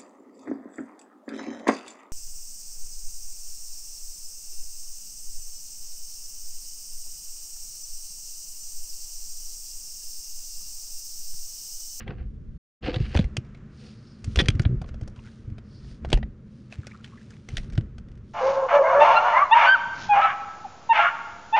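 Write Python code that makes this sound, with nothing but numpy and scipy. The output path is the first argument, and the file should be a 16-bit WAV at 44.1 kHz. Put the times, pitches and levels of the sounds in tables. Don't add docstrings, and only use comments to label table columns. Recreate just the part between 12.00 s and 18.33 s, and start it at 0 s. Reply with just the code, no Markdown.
import sys
import numpy as np
from scipy import signal
from scipy.fft import rfft, irfft, next_fast_len
from scipy.io import wavfile
from scipy.ndimage import map_coordinates

SR = 44100
rng = np.random.default_rng(int(sys.argv[2]) if len(sys.argv) > 2 else 0)


def to_wav(s):
    ch = np.atleast_2d(s).T
    pcm = np.round(np.clip(ch, -1, 1) * 32767)
    wavfile.write(sys.argv[1], SR, pcm.astype(np.int16))


N = 279367

# (from t/s, to t/s)
DROPOUT_S = (.575, .808)
# (start t/s, length/s, level/dB)
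BOUTS = [(0, .57, -42), (.85, .4, -38.5), (1.37, .25, -48), (2.26, .1, -40), (2.37, .3, -34),
         (2.8, .28, -42), (3.45, .1, -48), (3.83, .1, -44), (4.04, .1, -36), (5.52, .3, -39),
         (5.98, .2, -46.5)]
# (f/Hz, relative density/dB)
CRACK_SPECTRUM = [(200, -2), (500, 4.5), (740, 4), (900, -7), (1500, 0.5), (2800, -0.5), (4200, -6),
                  (6200, -15), (7600, -23), (9200, -26), (11000, -38.5), (15000, -58.5)]
# (f/Hz, relative density/dB)
DRONE_SPECTRUM = [(32, -32), (55, -13), (75, -1), (92, -7), (118, 1), (176, -8.5), (197, -6), (217, -3),
                  (251, -11.5), (276, -15.5), (323, -18), (365, -17.5), (615, -28.5), (678, -41.5),
                  (1000, -43), (1300, -58), (2200, -120)]


def amp(db):
    return 10 ** (np.asarray(db) / 20)


def unit(x):
    return x / np.sqrt(np.mean(x ** 2) + 1e-20)


def along(points, hz):
    f, v = np.transpose(points)
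    return np.interp(np.log(hz + 1), np.log(f + 1), v)


def curves(rows, outside=None):
    s, *cols = np.transpose(rows)
    return [np.interp(np.arange(N) / SR, s, c, outside, outside) for c in cols]


def wobble(knots_per_s):
    knots = rng.standard_normal(int(N * knots_per_s / SR) + 4)
    return map_coordinates(knots, [np.arange(N) * knots_per_s / SR])


def filtered(x, response):
    m = next_fast_len(N + SR // 2)
    return irfft(rfft(x, m) * response(np.fft.rfftfreq(m, 1 / SR)), m)[..., :N]


def lowpassed(x, order, cutoff_hz):
    return signal.lfilter(*signal.butter(order, cutoff_hz, fs=SR), x)


def noise(spectrum, grain_db=0, grain_rate=300):
    clumps = amp(grain_db * wobble(grain_rate))
    return unit(filtered(clumps * rng.standard_normal(N), lambda hz: amp(along(spectrum, hz))))


def causal(x, gain):
    cepstrum = irfft(np.log(np.maximum(gain, 1e-6)))
    cepstrum[1:len(x) // 2] *= 2
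    cepstrum[len(x) // 2 + 1:] = 0
    return irfft(rfft(x) * np.exp(rfft(cepstrum)))


def add(track, s, sound):
    part = track[max(round(s * SR), 0):][:len(sound)]
    part += sound[:len(part)]


def envelope(start, length, attack_s, release_db_per_s):
    t = np.arange(N) / SR - start
    return np.clip(1 + t / attack_s, 0, 1) * amp(-release_db_per_s * np.maximum(t - length, 0))


def after_gap():
    return np.arange(N) / SR > np.mean(DROPOUT_S)


def ambient(deck):
    # (f/Hz, relative density/dB)
    rumble_spectrum = [(10, -6), (25, 5.5), (45, 9), (75, 6.5), (110, -18.5), (200, -61), (500, -120)]
    # (f/Hz, relative density/dB)
    air_spectrum = [(350, -21), (600, -1.5), (850, -5.5), (1300, 2), (2100, -5.5), (4000, -18), (7000, -22),
                    (11000, -51)]
    # (f/Hz, relative density/dB)
    hum_spectrum = [(180, -45.5), (200, -8.5), (215, -0.5), (232, -8.5), (260, -44.5), (1000, -120)]
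    # (t/s, level/dB)
    air_level = [(1.5, -64), (2.2, -66.5), (3.9, -68), (4.35, -72), (4.9, -68), (5.4, -69), (6.3, -72.5)]
    floor_rumble_db, floor_drone_db, hum_db = -62, -46.5, -55.5
    rumble_db, boom_db, clatter_db = 2.5, -2, -25.5
    attack_s, release_db_per_s = .04, 75
    aftersound_db, aftersound_s = -20, .045
    boom_top_hz = 300
    opening_air_db = -11

    bouts = [amp(db) * envelope(s, length, attack_s, release_db_per_s) for s, length, db in BOUTS]
    stir = np.max(bouts, 0)
    keep = np.exp(-1 / (aftersound_s * SR))
    deck_power = signal.lfilter([1 - keep], [1, -keep], deck ** 2)
    aftersound = amp(aftersound_db) * np.sqrt(deck_power)

    boom = amp(boom_db) * stir * unit(lowpassed(noise(DRONE_SPECTRUM), 1, boom_top_hz))
    rumble = np.hypot(amp(floor_rumble_db), amp(rumble_db) * stir) * noise(rumble_spectrum)
    drone = np.hypot(amp(floor_drone_db) * after_gap(), aftersound) * noise(DRONE_SPECTRUM)
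    air = np.hypot(amp(curves(air_level)[0]), amp(clatter_db) * stir) * noise(air_spectrum)
    hum = amp(hum_db) * noise(hum_spectrum)
    return rumble + boom + drone + np.where(after_gap(), air + hum, amp(opening_air_db) * air)


def swish():
    # (middle t/s, half length/s, broad hiss level/dB, narrow band level/dB)
    swish_rows = [(1.12, .08, -63, -80), (1.86, .07, -62.5, -62), (2.09, .08, -72, -66),
                  (2.36, .08, -60, -80), (3.3, .1, -69, -80), (3.75, .06, -72, -64), (3.9, .05, -64, -69),
                  (4.6, .08, -75, -80), (5.25, .15, -71, -85), (5.58, .06, -61, -80), (6.33, .05, -73, -80)]
    # (f/Hz, relative density/dB)
    hiss_spectrum = [(1500, -18), (2400, -2.5), (3600, -1), (4400, -2.5), (5100, -3.5), (5700, -3.5),
                     (6700, -7), (7800, -15.5), (8900, -10), (10500, -23), (12000, -45.5), (15000, -67.5)]
    # (f/Hz, relative density/dB)
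    band_spectrum = [(1500, -60), (3400, -25), (4300, 0), (4900, 1), (5400, -2), (6200, -18), (12000, -70)]
    floor_hiss_db = -84
    t = np.arange(N) / SR
    broad, narrow = amp(floor_hiss_db), 0
    for s, half_length, hiss_db, band_db in swish_rows:
        swell = np.exp(-.5 * ((t - s) / half_length) ** 2)
        broad = broad + amp(hiss_db) * swell
        narrow = narrow + amp(band_db) * swell
    band = noise(band_spectrum, grain_db=2.5, grain_rate=53)
    return broad * noise(hiss_spectrum, grain_db=2.0, grain_rate=500) + narrow * band


def rubbing():
    # (start t/s, length/s, scrape level/dB, body level/dB, scrape lowpass f/Hz)
    stroke_rows = [(0, .005, -45, -50, 1900), (.08, .035, -51, -40, 1300), (.187, .025, -61, -54, 1700),
                   (.838, .025, -42.5, -37, 4000), (.875, .018, -40, -32, 4000),
                   (.943, .012, -46, -38, 7400), (1.008, .02, -51, -58, 7400), (1.05, .09, -52, -58, 4000),
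                   (1.15, .045, -44, -42, 7400), (1.81, .07, -64, -58, 5000), (2.43, .04, -51, -43, 6000),
                   (5.495, .06, -59, -58, 7400)]
    # (f/Hz, relative density/dB)
    scrape_spectrum = [(500, -22), (900, -13), (1600, 2.5), (2200, 0), (2800, 4), (3500, -5), (4600, -0.5),
                       (6000, -15), (9500, -24.5), (12000, -44), (15000, -59)]
    # (f/Hz, relative density/dB)
    housing_spectrum = [(150, -21.5), (240, -8), (330, 0.5), (400, -1.5), (455, -4), (495, 6.5),
                        (545, -9.5), (620, -15.5), (750, -5.5), (900, -21), (1200, -16.5), (1700, -35),
                        (5000, -81.5)]
    attack_s, release_db_per_s = .018, 340
    track = np.zeros(N)
    grit = noise(scrape_spectrum, grain_db=3.5, grain_rate=280)
    body = noise(housing_spectrum, grain_db=1.5, grain_rate=77)
    for start, length, scrape_db, body_db, top_hz in stroke_rows:
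        scrape = unit(lowpassed(grit, 2, min(top_hz, SR / 2 - 1)))
        pressure = envelope(start, length, attack_s, release_db_per_s)
        track += pressure * (amp(scrape_db) * scrape + amp(body_db) * body)
    return track


def ring(t, damping, scatter_db):
    # (f/Hz, relative level/dB, t60/s at damping 1)
    mode_rows = [(801, -20, .05), (1520, -11.5, .04), (1757, -10.5, .045), (1942, -6, 0.041),
                 (2380, -14, .045), (2530, -15, .045), (3150, -8.5, .05), (3384, 0, 0.037),
                 (3463, -4, 0.017), (3576, -14.5, .045), (4170, -15, .035), (5000, -13.5, .035),
                 (5630, -17, .035), (6193, -23.5, .035), (8800, -34, 0.087)]
    hz, db, t60 = np.transpose(mode_rows)[:, :, None]
    level_db = db + scatter_db * rng.standard_normal(hz.shape)
    strength = rng.choice([-1, 1], hz.shape) * amp(level_db)
    modes = strength * amp(-60 * damping * t / t60) * np.sin(2 * np.pi * hz * t)
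    return unit(np.sum(modes, 0) * (1 - np.exp(-t * SR / 10)))


def crack_t60(db):
    full_force_s, linger_s_per_db = .015, .0003
    return max(full_force_s - linger_s_per_db * db, .003)


def contact(hollow_db, bright_db, ring_hz, t60, ring_db=-9, focus_db=8, focus_octaves=.16,
            attack_s=0.00075, tail_db=-26, tail_t60=0.13, size=4096):
    t, hz = np.arange(size) / SR, np.fft.rfftfreq(size, 1 / SR)
    scatter = lowpassed(rng.standard_normal(size), 1, 3000)
    burst = rng.standard_normal(size) * amp(-60 * t / t60) + scatter * amp(tail_db - 60 * t / tail_t60)
    crack = unit(causal(burst, amp(along(CRACK_SPECTRUM, hz))))
    clack = crack + amp(ring_db) * ring(t, damping=3.0, scatter_db=4)

    octaves_off = np.log2((hz + 1) / ring_hz)
    focus = amp(focus_db * np.exp(-.5 * (octaves_off / focus_octaves) ** 2))
    clack = causal(clack * (1 - np.exp(-t / attack_s)), focus)

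    power = np.abs(rfft(clack)) ** 2

    def share_db(lo_hz, hi_hz):
        return 10 * np.log10(power[(hz > lo_hz) & (hz < hi_hz)].sum() / power[hz > 1200].sum())

    low_db = min(hollow_db, 8) - share_db(400, 1100)
    high_db = min(bright_db, 0) - share_db(5000, 12000)
    clack = causal(clack, amp(along([(900, low_db), (1300, 0), (3800, 0), (5500, high_db)], hz)))
    return clack / np.linalg.norm(rfft(clack)[hz > 1200]) * size / 2


def knocks(rattle_db=-18, rattle_s=0.008, count=2):
    # (t/s, relative strength/dB, hollow low-mid share/dB, bright edge share/dB,
    # strongest ring f/Hz); shares are capped in contact()
    knock_rows = [(.0775, -27, -5, -30, 2040), (.842, -28, -15, -28, 2680), (.9425, -19, -7, -24, 4030),
                  (.9597, -21.5, -4, -21, 4070), (1.1451, -29, 6, -9, 2660), (1.1508, -21, 8, -18, 1670),
                  (1.1636, -22, -11, -10, 2670), (1.1727, -14.5, -5, -16, 2690), (1.19, -19, -1, -18, 3850),
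                  (1.242, -30.5, -3, -17, 2140), (1.3679, -15, -8, -7, 2750), (1.5472, -40, -4, -16, 2200),
                  (2.243, -29, -8, 0, 7300), (2.3585, -15.5, -7, -7, 2800), (2.372, -22, 1, -11, 3460),
                  (2.4579, -25, -13, -12, 1820), (2.4843, -5.5, -11, -11, 3280),
                  (2.5953, -18, -6.5, -15, 1450), (2.6189, -34, -5, 0, 7000), (2.6515, -21, -4, -36, 1450),
                  (2.816, -34, 8, -9, 1400), (2.8424, -41, 8, -25, 1210), (2.8884, -36.5, -3, -11, 1390),
                  (2.942, -41.5, 8, -8.5, 1460), (3.0116, -41, 8, -3, 1630), (3.0762, -37, 7, 0, 1340),
                  (3.1604, -43, -5, -10, 1370), (3.582, -38, 1, -13, 1300), (4.048, -30, 6, -17, 1400),
                  (4.102, -30.5, -2, -5, 4160), (4.1184, -28, 2, -13, 2130), (4.1285, -7, -3, -14, 2850),
                  (4.1735, -31, 8, -12, 1940), (4.2283, -27.5, -1, -31, 2040),
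                  (4.7239, -28, -5.5, -15, 2530), (4.8688, -29.5, -1, -2, 2330),
                  (5.0433, -29, -25, -16, 3100), (5.305, -41, -8, 0, 7000), (5.4872, -28, -7, -6, 2100),
                  (5.5692, -16, -25, -10.5, 3300), (5.5792, -22.5, -7.5, -8.5, 2140),
                  (5.7, -41, -15, -6, 1400), (5.7306, -41.5, -15, -4, 1670), (5.7533, -39, -6, -8, 1500),
                  (5.7768, -23, -2, -15, 1350), (5.9818, -37.5, -3, -8, 1423)]
    track = np.zeros(N)
    for s, db, hollow_db, bright_db, ring_hz in knock_rows:
        clack = amp(db - 22.0) * contact(hollow_db, bright_db, ring_hz, crack_t60(db))
        add(track, s, clack)
        for delay, size in zip(rng.exponential(rattle_s, count), rng.standard_normal(count)):
            add(track, s + 0.0024 + delay, amp(rattle_db + 2 * size) * clack)
    return track


def thumps(overtone=3.4, overtone_db=-19, count=4):
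    # (t/s, main swing envelope peak/dB, pitch f/Hz)
    thump_rows = [(.09, -26, 130), (.207, -27, 64), (.251, -27, 52), (.885, -17, 306), (.964, -17, 112),
                  (1.003, -13, 118), (1.017, -20, 51), (1.151, -17, 330), (1.156, -10.5, 78),
                  (1.193, -8, 170), (1.206, -17, 82), (1.244, -18, 47), (1.379, -18, 112),
                  (2.275, -17.5, 93), (2.374, -10, 67), (2.4, -15, 342), (2.419, -16, 168),
                  (2.4855, -17, 380), (2.486, -8.5, 101), (2.55, -14.5, 91), (2.597, -9.5, 118),
                  (2.657, -8.5, 96), (2.76, -21, 45), (2.813, -25, 130), (3.022, -22, 96), (3.476, -26, 99),
                  (3.518, -26, 89), (4.048, -26, 600), (4.131, -14, 715), (4.132, -15.5, 127),
                  (4.137, -9.5, 38), (4.228, -22, 54), (4.786, -23.5, 104), (5.534, -26, 109),
                  (5.575, -22.5, 39), (5.779, -9.5, 108)]
    swell_cycles = .56
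    judder_s, judder_step_s, judder_db, judder_hz = 2.693, .016, -16.5, 120
    track, t = np.zeros(N), np.arange(SR // 4) / SR
    judder = [(judder_s + k * judder_step_s, judder_db, judder_hz) for k in range(count)]
    for s, db, hz in thump_rows + judder:
        u = t * hz / swell_cycles
        swell = u * np.exp(1 - u)
        swing = np.sin(2 * np.pi * hz * t) * swell ** 1.4
        upper_hz = hz * overtone * rng.uniform(.85, 0.92)
        upper = np.sin(2 * np.pi * upper_hz * t) * swell
        add(track, s, amp(db) * (swing + amp(overtone_db) * upper))
    return track


def ticks():
    ticks_per_s, over_bout_db, scatter_db = 18, -4, 3
    track = np.zeros(N)
    for start, length, db in BOUTS:
        if start < DROPOUT_S[1]:
            continue
        for when, size, tone in rng.random((round(ticks_per_s * length), 3)):
            tick_db = db + over_bout_db + scatter_db * (2 * size - 1)
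            tick = contact(hollow_db=-3, bright_db=-8, ring_hz=1350 * 2 ** tone, t60=crack_t60(tick_db))
            add(track, start + when * length, amp(tick_db - 22.0) * tick)
    return track


def creak(jitter=.12, snap_db=-5, size=2048):
    # (t/s, relative slip level/dB, slip rate/Hz)
    creak_rows = [(2.389, -11, 328), (2.396, -13, 410), (2.405, -12.5, 370), (2.409, -18.5, 320),
                  (2.414, -17, 270), (2.419, -45.5, 220)]
    slip_db, rate_hz = curves(creak_rows, outside=0)
    slips = np.flatnonzero(np.diff(np.ceil(np.cumsum(rate_hz) / SR))) + 1
    t, hz = np.arange(size) / SR, np.fft.rfftfreq(size, 1 / SR)
    track = np.zeros(N)
    for i in slips:
        burst = rng.standard_normal(size) * amp(-60 * t / .004)
        snap = unit(causal(burst, amp(along(CRACK_SPECTRUM, hz))))
        body = ring(t, damping=2, scatter_db=-1)
        slip_s = i / SR + jitter * rng.normal() / rate_hz[i]
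        add(track, slip_s, amp(slip_db[i] - 20.5) * (body + amp(snap_db) * snap))
    return track


def splashes(cycles=16, rise=0.08, spread=0.07, count=6):
    # (t/s, length/s, relative bubble level/dB, central bubble f/Hz, spray level/dB)
    splash_rows = [(3.163, .04, -46, 935, -72), (3.189, .006, -44, 2860, -72), (3.238, .05, -45, 1430, -66),
                   (4.715, .02, -52, 1500, -57), (4.82, .037, -42, 1340, -64),
                   (4.865, .037, -45, 1490, -62), (4.911, .01, -39, 2030, -64),
                   (4.923, .03, -41, 1260, -70), (4.985, .024, -48, 1350, -70), (5.04, .03, -53, 1450, -60),
                   (5.122, .044, -42, 1134, -69), (5.172, .01, -44, 1800, -66),
                   (5.204, .01, -49, 1700, -65), (5.303, .02, -45, 1550, -67),
                   (5.333, .006, -47, 2200, -67)]
    # (f/Hz, relative density/dB)
    spray_spectrum = [(400, -22.5), (800, -1.5), (2200, 1.5), (4000, -4.5), (7000, -9.5), (11000, -28),
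                      (15000, -55)]
    attack_s, release_db_per_s = .02, 130
    track, spray, t = np.zeros(N), np.zeros(N), np.arange(SR // 16) / SR
    for s, length, db, pitch_hz, spray_db in splash_rows:
        spray = np.hypot(spray, amp(spray_db) * envelope(s, length, attack_s, release_db_per_s))
        draws = zip(rng.random(count), rng.standard_normal(count), rng.standard_normal(count))
        for when, size, tone in draws:
            hz = pitch_hz * np.exp(spread * tone)
            age = t * hz / cycles
            rising = np.sin(2 * np.pi * hz * t * (1 + rise * age / 2))
            bubble = rising * np.exp(-3 * age) * (1 - np.exp(-20 * age))
            add(track, s + when * length, amp(db - 5.0 + 2 * size) * bubble)
    return track + spray * noise(spray_spectrum, grain_db=4.5, grain_rate=400)


def scene(opening_side_db=-53):
    # (f/Hz, relative density/dB)
    side_spectrum = [(100, -3), (500, -18), (3000, -25), (9000, -23), (12000, -50), (15000, -69.5)]
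    deck = thumps()
    centre = ambient(deck) + swish() + rubbing() + knocks() + deck + ticks() + creak() + splashes()
    side = amp(-85.5) * noise(side_spectrum)
    side = side + ~after_gap() * amp(opening_side_db) * noise(DRONE_SPECTRUM)
    return np.array([centre + side, centre - side])


def record(dry):
    top_hz = 15500
    t = np.arange(N) / SR
    gap_start, gap_end = DROPOUT_S
    gate = np.interp(t, [gap_start, gap_start + .004, gap_end, gap_end + .02], [1, 0, 0, 1])
    return filtered(dry * gate, lambda hz: 1 / np.sqrt(1 + (hz / top_hz) ** 80))


dry = scene()
out = record(dry)
to_wav(out)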